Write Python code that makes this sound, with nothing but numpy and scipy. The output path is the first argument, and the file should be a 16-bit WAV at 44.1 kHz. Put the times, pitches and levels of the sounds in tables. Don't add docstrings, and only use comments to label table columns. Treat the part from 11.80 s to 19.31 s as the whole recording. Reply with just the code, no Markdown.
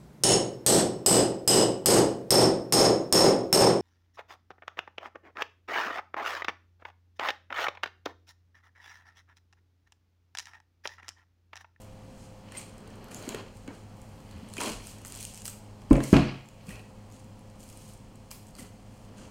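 import sys
import numpy as np
from scipy import signal
from scipy.fft import rfft, irfft
from scipy.io import wavfile
from scipy.ndimage import uniform_filter1d

SR = 44100
rng = np.random.default_rng(int(sys.argv[2]) if len(sys.argv) > 2 else 0)


def invert_db(level):
    return 10 ** (np.asarray(level, dtype=float) / 20)


def to_wav(sig):
    pcm = np.clip(np.atleast_2d(sig), -1, 1) * 32767
    pcm = np.round(pcm).astype(np.int16)
    wavfile.write(sys.argv[1], SR, pcm.T)


N = 331146


def evened(x):
    return x / np.sqrt(np.mean(x ** 2) + 1e-20)


def read(points, hz):
    f, value = np.transpose(points)
    return np.interp(np.log(hz + 1), np.log(f + 1), value)


def add(mix, s, sound):
    part = mix[round(s * SR):][:len(sound)]
    part += sound[:len(part)]


def colour(x, points):
    hz = np.abs(np.fft.fftfreq(8192, 1 / SR))
    log_gain = np.log(invert_db(np.maximum(read(points, hz), -90)))
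    taps = np.fft.ifft(np.exp(np.conj(signal.hilbert(log_gain)))).real[:4096]
    return signal.oaconvolve(x, taps / np.linalg.norm(taps))[:len(x)]


def level(rows, column=1):
    rows = np.asarray(rows)
    return invert_db(np.interp(np.arange(N) / SR, rows[:, 0], rows[:, column]))


def wavelet(hz, cycles):
    t = np.arange(round(cycles / hz * SR)) / SR
    envelope = np.sin(np.pi * (t / t[-1]) ** .85) ** .8
    return -np.sin(2 * np.pi * hz * t) * envelope


def bursts(per_s, spread_db, last_s):
    slips = rng.random(N) < per_s / SR
    size = invert_db(spread_db * np.minimum(rng.exponential(1, N), 3)) * slips
    decaying = signal.lfilter([1], [1, -np.exp(-1 / (last_s * SR))], size)
    puffs = uniform_filter1d(decaying, size=40)
    return evened(puffs * rng.standard_normal(N))


def split(x):
    top = signal.sosfiltfilt(signal.butter(3, 10300, "highpass", fs=SR, output="sos"), x)
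    return x - top, top


def strokes(moves, levels_db, rise_db, fall_db_per_s):
    power, t = np.zeros(N), np.arange(SR) / SR
    for (s, rise, hold, *_), db in zip(moves, levels_db):
        swell_db = np.minimum(rise_db * (t / rise - 1), 0)
        fade_db = fall_db_per_s * np.maximum(t - rise - hold, 0)
        add(power, s, invert_db(2 * (db + swell_db - fade_db)))
    return np.sqrt(power)


# f/Hz, level/dB [dB per Hz]
WASH_SPECTRUM = [(12, -24.5), (30, 14.5), (45, -10.5), (85, -3.5), (140, -5), (240, -5), (370, -15.5),
                 (560, -13.5), (1100, -19), (1500, -26.5), (3000, -28), (8600, -40.5), (11000, -54),
                 (16000, -57)]
# t/s, level/dB
WASH_LEVEL = [(0, -48.5), (1, -49), (2, -49), (3, -48), (3.6, -51.5), (4.05, -48.5), (4.6, -53), (5, -50.5),
              (6, -50.5), (6.8, -51.5), (7.51, -49)]


def wash():
    frames, hz = N // 512 + 5, np.fft.rfftfreq(2048, 1 / SR)
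    a, b, patches = rng.standard_normal((frames, 1025, 3)).T
    patches = evened(uniform_filter1d(uniform_filter1d(patches, 20, 0), 8, 1))
    spectra = (a + 1j * b) * invert_db(read(WASH_SPECTRUM, hz)[:, None] + 0.37 * patches)
    air = signal.istft(spectra, nperseg=2048, noverlap=1536)[1][:N]
    return evened(air) * level(WASH_LEVEL)


# multiple of the rotation rate [1], level/dB
MOTOR_ORDERS = [(1, -55), (2, -59), (3, -79), (4, -70.5), (6, -81), (7, -73), (8, -71), (9, -74), (10, -79)]
# t/s, level/dB of all orders, level/dB of the fifth order, which bodies moving in the
HUM_LEVEL = [(0, 1.5, -56), (.7, 1.5, -58.5), (1.2, 1.5, -62), (2.4, 3, -62), (3.1, 1, -66.5),
             (4, 4, -66), (4.6, -2.5, -69), (5.2, 2.5, -61), (6.5, -0.5, -64.5), (7.51, 1.5, -63)]
FRIDGE_HZ = [41.1, 48.26, 100.07, 200.13]
FRIDGE_DB = [-63, -65, -63, -72]


def hum():
    t = np.arange(N) / SR
    motor_hz = 104.47
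    orders = sum(invert_db(db) * np.sin(2 * np.pi * (k * motor_hz * t + 0.097 * k)) for k, db in MOTOR_ORDERS)
    fifth = level(HUM_LEVEL, column=2) * np.sin(2 * np.pi * 5 * motor_hz * t)
    fridge = sum(invert_db(db) * np.sin(2 * np.pi * (hz * t + 0.22)) for hz, db in zip(FRIDGE_HZ, FRIDGE_DB))
    return np.sqrt(2) * ((orders + fridge) * level(HUM_LEVEL) + fifth)


# f/Hz, level/dB [dB per Hz]
FILM = [(880, -34.5), (1500, -13), (2050, -11), (2240, -5), (2870, -2), (3800, -3), (5600, -4),
        (6700, -0.5), (7580, -1.5), (8460, 0), (11000, -7), (14700, -10), (15400, -14), (16400, -15)]
# t/s of start, rise [s], hold [s], crackle level/dB, finest creases level/dB [relative]
PULLS = [(0.0, 0.0022, .01, -62, -4), (0.1, 0.31, .05, -60.5, -17), (0.697, 0.083, 0.0092, -47.5, -11),
         (1.283, 0.032, 0.21, -55.5, -10), (1.69, 0.064, .02, -64, -12), (1.898, 0.037, 0.015, -61, -16),
         (2.136, 0.031, 0.79, -70.5, -5.5), (2.68, 0.15, 0.067, -40.5, -13.5),
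         (2.9, 0.16, 0.055, -51.5, -9), (3.245, 0.015, 0.016, -54, 1), (3.096, 0.32, .01, -46.5, -11),
         (3.427, 0.043, 0.025, -50.5, -10), (3.5, 0.072, 0.014, -51.5, -17), (3.637, 0.015, 0.013, -48, 2),
         (4.086, 0.023, .005, -53, -18), (4.187, 0.048, 0.097, -45.5, -11), (4.805, 0.1, .01, -54, -6.5),
         (5.27, 0.066, 0.022, -60.5, -15), (5.76, 0.039, 0.31, -59, -8.5), (6.013, 0.043, 0.087, -64, -12),
         (6.503, 0.0068, 0.015, -53.5, 3), (6.6, 0.045, 0.06, -71, -5), (6.744, 0.047, 0.009, -51, -7),
         (6.9, 0.24, 0.12, -69, -9), (7.347, 0.028, 0.075, -59, -24)]


def crackle():
    body, top = split(colour(.6 * bursts(350, 2.2, .001) + rng.standard_normal(N), FILM))
    db, top_db = np.transpose(PULLS)[-2:]
    rise_db, body_fall_db_per_s, fine_fall_db_per_s = 29, 141, 176
    rest_db, rest_top_db = -70, -18
    pull = np.hypot(strokes(PULLS, db, rise_db, body_fall_db_per_s), invert_db(rest_db))
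    fine = np.hypot(strokes(PULLS, db + top_db, rise_db, fine_fall_db_per_s), invert_db(rest_db + rest_top_db))
    return evened(body) * pull + evened(top) * fine


# f/Hz, t60 [s]
KITCHEN = [(60, 0.37), (250, 0.36), (1000, 0.5), (2500, 0.65), (5000, 0.55), (8000, 0.43), (16000, 0.27)]


def room(x):
    taps = np.zeros(SR // 2)
    at = np.arange(160, len(taps) - 20, 20) + rng.integers(0, 20, (len(taps) - 161) // 20)
    taps[at] = rng.choice([-1., 1.], len(at))
    hz, t, z = signal.stft(taps, SR, nperseg=512)
    decay = invert_db(-60 * t / read(KITCHEN, hz)[:, None])
    tail = signal.istft(z * decay, SR, nperseg=512)[1]
    return signal.fftconvolve(x, tail / np.linalg.norm(tail))[:N]


# t/s, peak level/dB, ring f/Hz
TICKS = [(0.0176, -40.5, 7330), (1.076, -42, 8570), (1.2847, -44, 4200), (1.3932, -38.5, 7090),
         (1.7706, -40.5, 8300), (2.217, -40, 8450), (2.5115, -40, 4100), (2.813, -19, 9000),
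         (3.1842, -40, 8440), (3.259, -33, 8500), (3.3595, -30, 8390), (3.3744, -32.5, 8900),
         (3.3894, -36, 7350), (3.4174, -39.5, 8400), (3.428, -27, 9500), (3.437, -30, 8580),
         (3.5379, -34, 8100), (3.567, -37, 8750), (3.6486, -35, 8740), (3.6636, -24, 8200),
         (5.3148, -46, 7100), (5.8047, -40, 7000), (5.8301, -40, 8800), (5.974, -35.5, 8600),
         (6.136, -42, 8800), (6.357, -43, 8700), (6.6694, -43, 8490), (6.69, -44, 8790), (6.795, -38, 8500),
         (7.3826, -45, 6660), (.981, -42.5, 8260), (1.1038, -45.5, 6000), (1.1564, -45, 7010),
         (3.217, -41, 8700), (3.271, -33, 8500), (3.281, -34.5, 7000), (3.301, -35, 8500),
         (3.3515, -29, 7900), (3.404, -31, 6000), (3.445, -33, 8490), (3.5451, -33, 7500),
         (3.557, -34, 5920), (3.607, -38, 8500), (3.697, -32, 6500), (3.73, -40, 7000), (5.3017, -49, 8770),
         (5.3232, -42, 7080), (5.4444, -48, 7380), (5.5935, -49, 10400), (5.838, -41, 7500),
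         (5.89, -39, 7500), (5.9278, -40, 7000), (6.0437, -47, 8900), (6.097, -46, 9000),
         (6.1767, -46, 8500), (6.49, -54, 9000), (6.63, -45, 9000), (6.708, -46, 8500), (6.766, -42, 4500)]
# t/s, peak level/dB, ring f/Hz, low part level/dB
SNAPS = [(0.7212, -31.5, 8650, -4), (0.7515, -40, 8700, 4), (0.8144, -38, 7560, -15),
         (1.3128, -38, 8800, -7.5), (1.3168, -35, 3300, -1), (1.346, -25.5, 6800, -27),
         (1.4257, -35, 6500, -18), (1.4908, -20, 7050, -28), (1.5467, -26, 3350, 0), (1.8777, -36, 6900, 1),
         (2.6883, -36, 8900, -12), (2.7378, -26, 9300, -16), (2.7685, -25.5, 7080, -4.5),
         (2.7811, -25.5, 9800, -15), (2.8055, -19.5, 6800, -3), (3.0704, -26.5, 8600, -10.5),
         (3.2496, -28.5, 6730, -8.5), (3.3228, -24, 8970, -18), (3.343, -32, 7900, -26),
         (3.4087, -26, 9000, -30), (3.4516, -22, 8430, -35), (3.5758, -31, 8800, -24),
         (3.6195, -30.5, 6840, -17), (3.6551, -20.5, 8640, -14), (3.68, -18, 8000, -13),
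         (4.8921, -32.5, 8840, -2.5), (5.9002, -35.5, 8550, -16), (6.5136, -26, 5050, -12),
         (6.7526, -34.5, 4600, -12), (6.786, -41, 8600, 5)]
# t/s, peak level/dB, ring f/Hz, low part level/dB
MORE_SNAPS = [(4.1035, -38, 5000, -2), (4.13, -21, 8800, -6), (4.167, -31, 7410, -2), (4.204, -35, 8200, 6),
              (4.2386, -20, 9240, -17), (4.3287, -23.5, 6560, -6), (4.342, -29, 4170, 11.5),
              (4.3662, -29.5, 4580, 13), (4.6878, -39, 7040, -18), (2.7005, -39, 7200, -8),
              (2.7305, -40, 7500, -14), (2.829, -27, 7800, -4), (6.5075, -37, 7300, -20),
              (6.676, -47, 8300, -20), (6.684, -47, 8600, -20), (1.243, -40, 12300, -25),
              (1.005, -48, 8000, -10), (.94, -48, 9000, -20), (5.9, -47, 8000, -15), (5.398, -46, 9000, -12),
              (5.7, -48, 8500, -20), (4.87, -42, 5100, -14), (4.908, -37, 9000, -4), (4.995, -42, 4500, -3),
              (4.958, -43, 6800, -15), (3.332, -36, 4500, -10), (4.019, -44, 5200, -1), (4.659, -49, 7150, -14)]


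def snaps():
    full = SNAPS + MORE_SNAPS
    tick_low_db, lead_s = -18.5, .0006
    rows = full + [(*row, tick_low_db) for row in TICKS]
    out, t = np.zeros(N), np.arange(400) / SR
    bursts_of_noise = rng.standard_normal((len(rows), 400))
    low = signal.butter(2, [900, 3500], "bandpass", fs=SR)
    thin = signal.butter(2, 5200, "highpass", fs=SR)
    for k, ((s, db, hz, low_db), noise) in enumerate(zip(rows, bursts_of_noise)):
        puff = noise * np.exp(-t / .0007) * (1 - np.exp(-(t / .001) ** 2))
        body, top = split(colour(puff, FILM))
        click = body + invert_db(-3.5) * top
        if k >= len(full):
            click = signal.lfilter(*thin, click)
        patch_envelope = np.exp(-t / .00035) * (1 - np.exp(-(t / .0005) ** 2)) * 6
        patch = np.sin(2 * np.pi * hz * t) * patch_envelope
        dull = signal.lfilter(*low, noise * np.exp(-t / 0.0021) * (1 - np.exp(-t / .001)))
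        snap = 0.75 * click / abs(click).max() + 0.56 * patch + invert_db(low_db) * dull / abs(dull).max()
        add(out, s - lead_s, invert_db(db) * snap)
    return out


# f/Hz, level/dB [dB per Hz]
RATTLE = [(530, -22), (900, -2.5), (1070, -0.5), (1200, -9), (1730, -10.5), (2320, -3.5), (3160, -2.5),
          (3670, -9), (4240, -6), (5000, -12.5), (6500, -24), (11000, -120)]
# f/Hz, level/dB [dB per Hz]
RUMBLE = [(71, -27), (120, -18), (210, 4.5), (372, -0.5), (418, 3), (484, -0.5), (521, 1), (813, -7.5),
          (1500, -10.5), (1950, -14.5), (3300, -120)]
# t/s of start, rise [s], hold [s], rattle level/dB, rumble level/dB
DRAGS = [(0.633, 0.13, 0.025, -52, -52), (0.8, 0.72, .08, -52.5, -45), (1.405, .146, 0.012, -50, -42),
         (1.869, .01, 0.036, -60, -46), (2.32, 0.21, 0.23, -60, -58), (2.77, 0.04, 0.08, -41, -36),
         (2.806, .006, 0.092, -46.5, -45.5), (2.962, .01, .05, -53.5, -66), (3, 0.37, .01, -56.5, -54),
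         (3.577, 0.074, .01, -76, -56), (4.327, .012, 0.057, -39, -50), (4.42, 0.011, 0.071, -45.5, -55),
         (4.748, .05, .06, -61.5, -63), (4.86, 0.022, 0.096, -58, -53), (6.504, 0.011, .01, -57, -67),
         (6.702, 0.087, 0.059, -62, -54.5), (7.255, 0.17, 0.013, -58.5, -52)]


def drag():
    rattle = evened(colour(bursts(500, 2.5, 0.0029) + 0.64 * rng.standard_normal(N), RATTLE))
    rumble = evened(colour(rng.standard_normal(N), RUMBLE))
    rattle_db, rumble_db = np.transpose(DRAGS)[-2:]
    rise_db, rattle_fall_db_per_s, rumble_fall_db_per_s = 14.5, 144, 169
    return (rattle * strokes(DRAGS, rattle_db, rise_db, rattle_fall_db_per_s)
            + rumble * strokes(DRAGS, rumble_db, rise_db, rumble_fall_db_per_s))


# t/s of start, length [s], centre f/Hz, width [Hz], level/dB
SLIDES = [
    (0.73, 0.17, 2400, 500, -55),
    (1.4, 0.2, 2150, 330, -57),
    (1.4, 0.2, 4270, 700, -57.5),
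    (4.875, 0.16, 2550, 300, -51),
    (0.768, .027, 8600, 700, -37),
    (6.778, .036, 8600, 900, -48),
    (1.352, .03, 7200, 800, -48),
]


def slides():
    out, noise = np.zeros(N), rng.standard_normal((len(SLIDES), SR // 2))
    for (s, length, hz, width_hz, db), hiss in zip(SLIDES, noise):
        edges = [hz - width_hz / 2, hz + width_hz / 2]
        band = signal.sosfilt(signal.butter(2, edges, "bandpass", fs=SR, output="sos"), hiss)
        u = np.linspace(0, 1, round(length * SR))
        skew = np.clip(.03 / length, .55, 1)
        add(out, s, invert_db(db) * evened(band)[:len(u)] * np.sin(np.pi * u ** skew) ** 1.5)
    return out


# t/s, peak level/dB, f/Hz, t60 [s]
PINGS = [(.748, -39, 2080, 0.053), (1.285, -39, 1440, 0.026), (1.544, -40, 2400, 0.042),
         (1.878, -45, 2230, 0.082), (2.781, -20, 2470, 0.025), (2.782, -27, 3060, 0.028),
         (2.806, -27.5, 962, 0.091), (2.806, -36, 1250, .08), (2.83, -33, 1110, 0.21),
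         (2.826, -36, 3020, .05), (3.729, -49, 2390, 0.043), (4.103, -41, 900, .03),
         (4.111, -17, 1045, 0.034), (4.342, -34, 2500, 0.21), (4.152, -36, 2340, .04),
         (4.153, -30, 1230, .04), (4.181, -38, 2300, .03), (4.238, -30, 2140, 0.038),
         (4.888, -49.5, 1230, .15), (4.905, -33.5, 1910, 0.041), (4.905, -55, 3300, .06),
         (6.513, -41, 2400, 0.033), (6.79, -43.5, 2027, 0.071), (6.787, -44, 3096, 0.033),
         (7.383, -48, 1580, .06)]
# t/s, peak level/dB, f/Hz
KNOCKS = [(1.204, -41, 217), (1.309, -42, 226.8), (1.476, -28.5, 285), (1.545, -24.5, 419),
          (1.88, -30.5, 279), (2.552, -38, 203), (2.627, -33.5, 214), (2.785, -31.5, 314),
          (4.881, -33, 178), (6.79, -38.5, 257), (6.819, -36, 201)]
# t/s, peak level/dB, f/Hz, cycles [1]
SHOVES = [
    (2.54, -40, 85.5, 5.3),
    (2.922, -41.5, 39, 5.2),
    (4.9, -47, 47.6, 5.5),
    (4.9, -42.5, 110, 6.8),
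]


def knocks():
    out, t = np.zeros(N), np.arange(SR // 4) / SR
    for s, db, hz in KNOCKS:
        add(out, s, invert_db(db) * wavelet(hz, 2.83))
    for s, db, hz, cycles in SHOVES:
        add(out, s, invert_db(db) * wavelet(hz, cycles))
    for s, db, hz, t60 in PINGS:
        pair = np.sin(2 * np.pi * hz * t) + 0.5 * np.sin(2 * np.pi * 0.93 * hz * t)
        add(out, s, invert_db(db - 60 * t / t60) * pair * (1 - np.exp(-t / 0.0026)))
    return out


# t/s, peak level/dB, boom f/Hz, cycles [1], clatter level/dB
BLOWS = [(4.1086, -2.5, 275, 3.48, -27.5), (4.130, -10, 189, 1.3, -36), (4.153, -30, 260, 4.2, -24),
         (4.178, -20.5, 540, 3.5, -31), (4.204, -26, 302, 3.1, -31), (4.3291, 1, 242, 1.24, -20.5),
         (4.341, -13.5, 316, 3.6, -17.5), (4.357, -8, 252, 3.3, -23), (4.366, -18, 292, 1.9, -17),
         (4.335, -14, 330, 2.2, -20.5), (4.383, -13.5, 210, 1.33, -25.5), (4.394, -14, 200, 1.17, -27),
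         (4.138, -14, 200, 1.2, -35)]
# f/Hz, level/dB [dB per Hz]
CLATTER = [(240, -33.5), (500, 3.5), (1100, -7), (1700, -12.5), (2500, -10.5), (3200, -23), (4200, -26.5),
           (7000, -30), (16000, -57)]
LANDINGS = [4.112, 4.331]
# f/Hz, level/dB, t60 [s]
RINGS = [
    [(44.2, 7.5, 0.21), (134, -5, 0.72), (244, -12, 0.19), (420, -7.5, 0.31), (545, -9, 0.41),
     (609, -11.5, 0.28), (715, -18, 0.38), (827, -19, 0.34), (185, -12, 0.28), (1110, -30, 0.4),
     (1365, -26, 0.34), (1830, -35, .4), (2290, -30, .4)],
    [(42, -2, 0.39), (134.1, 1, 0.58), (242, -5, 0.32), (604, -17, 0.45), (725, -10, 0.23), (270, -6, .3),
     (325, -14, 0.33), (2020, -27, 0.45), (1136, -18, 0.55), (1010, -27, 0.4), (1626, -16, 0.45),
     (2330, -31, .5), (2880, -20, 0.61)],
]
RING_DB = [-16, -18]


def thumps():
    out, t = np.zeros(N), np.arange(SR // 2) / SR
    noise = rng.standard_normal((len(BLOWS), 4000))
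    for (s, db, hz, cycles, clatter_db), n in zip(BLOWS, noise):
        add(out, s, invert_db(db) * wavelet(hz, cycles))
        add(out, s, invert_db(clatter_db) * colour(n * np.exp(-t[:4000] / 0.0068), CLATTER))
    rings = np.zeros(N)
    build_up = 1 - np.exp(-(t / 0.0049) ** 2)
    for s, modes, ring_db in zip(LANDINGS, RINGS, RING_DB):
        ring = sum(invert_db(db - 60 * t / min(t60, .6)) * np.sin(2 * np.pi * hz * t) for hz, db, t60 in modes)
        add(rings, s, -invert_db(ring_db) * ring * build_up)
    return out + rings + invert_db(-4.5) * room(out)


def scene():
    near, moving, rubbing = snaps() + knocks(), crackle() + drag(), slides()
    echoes = room(invert_db(-7.0) * near + invert_db(-18.0) * moving + invert_db(-10) * rubbing)
    return (near + moving + rubbing + echoes + thumps() + wash() + hum())[None]


def roll_off(x):
    return signal.sosfilt(signal.butter(12, 16520, fs=SR, output="sos"), x)


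# f/Hz, level/dB
MICROPHONE = [(20, -5.5), (40, -1), (3300, -2), (3700, -7.5), (4100, -1)]


def record(dry):
    hz = np.fft.rfftfreq(N, 1 / SR)
    band_limit = np.clip((16250 - hz) / 500, .03, 1)
    gain = invert_db(read(MICROPHONE, hz)) * band_limit
    self_noise_db = -73.5
    heard = dry + invert_db(self_noise_db) * rng.standard_normal(dry.shape)
    mix = irfft(rfft(heard) * gain, N)
    return roll_off(mix)


dry = scene()
out = record(dry)
to_wav(out)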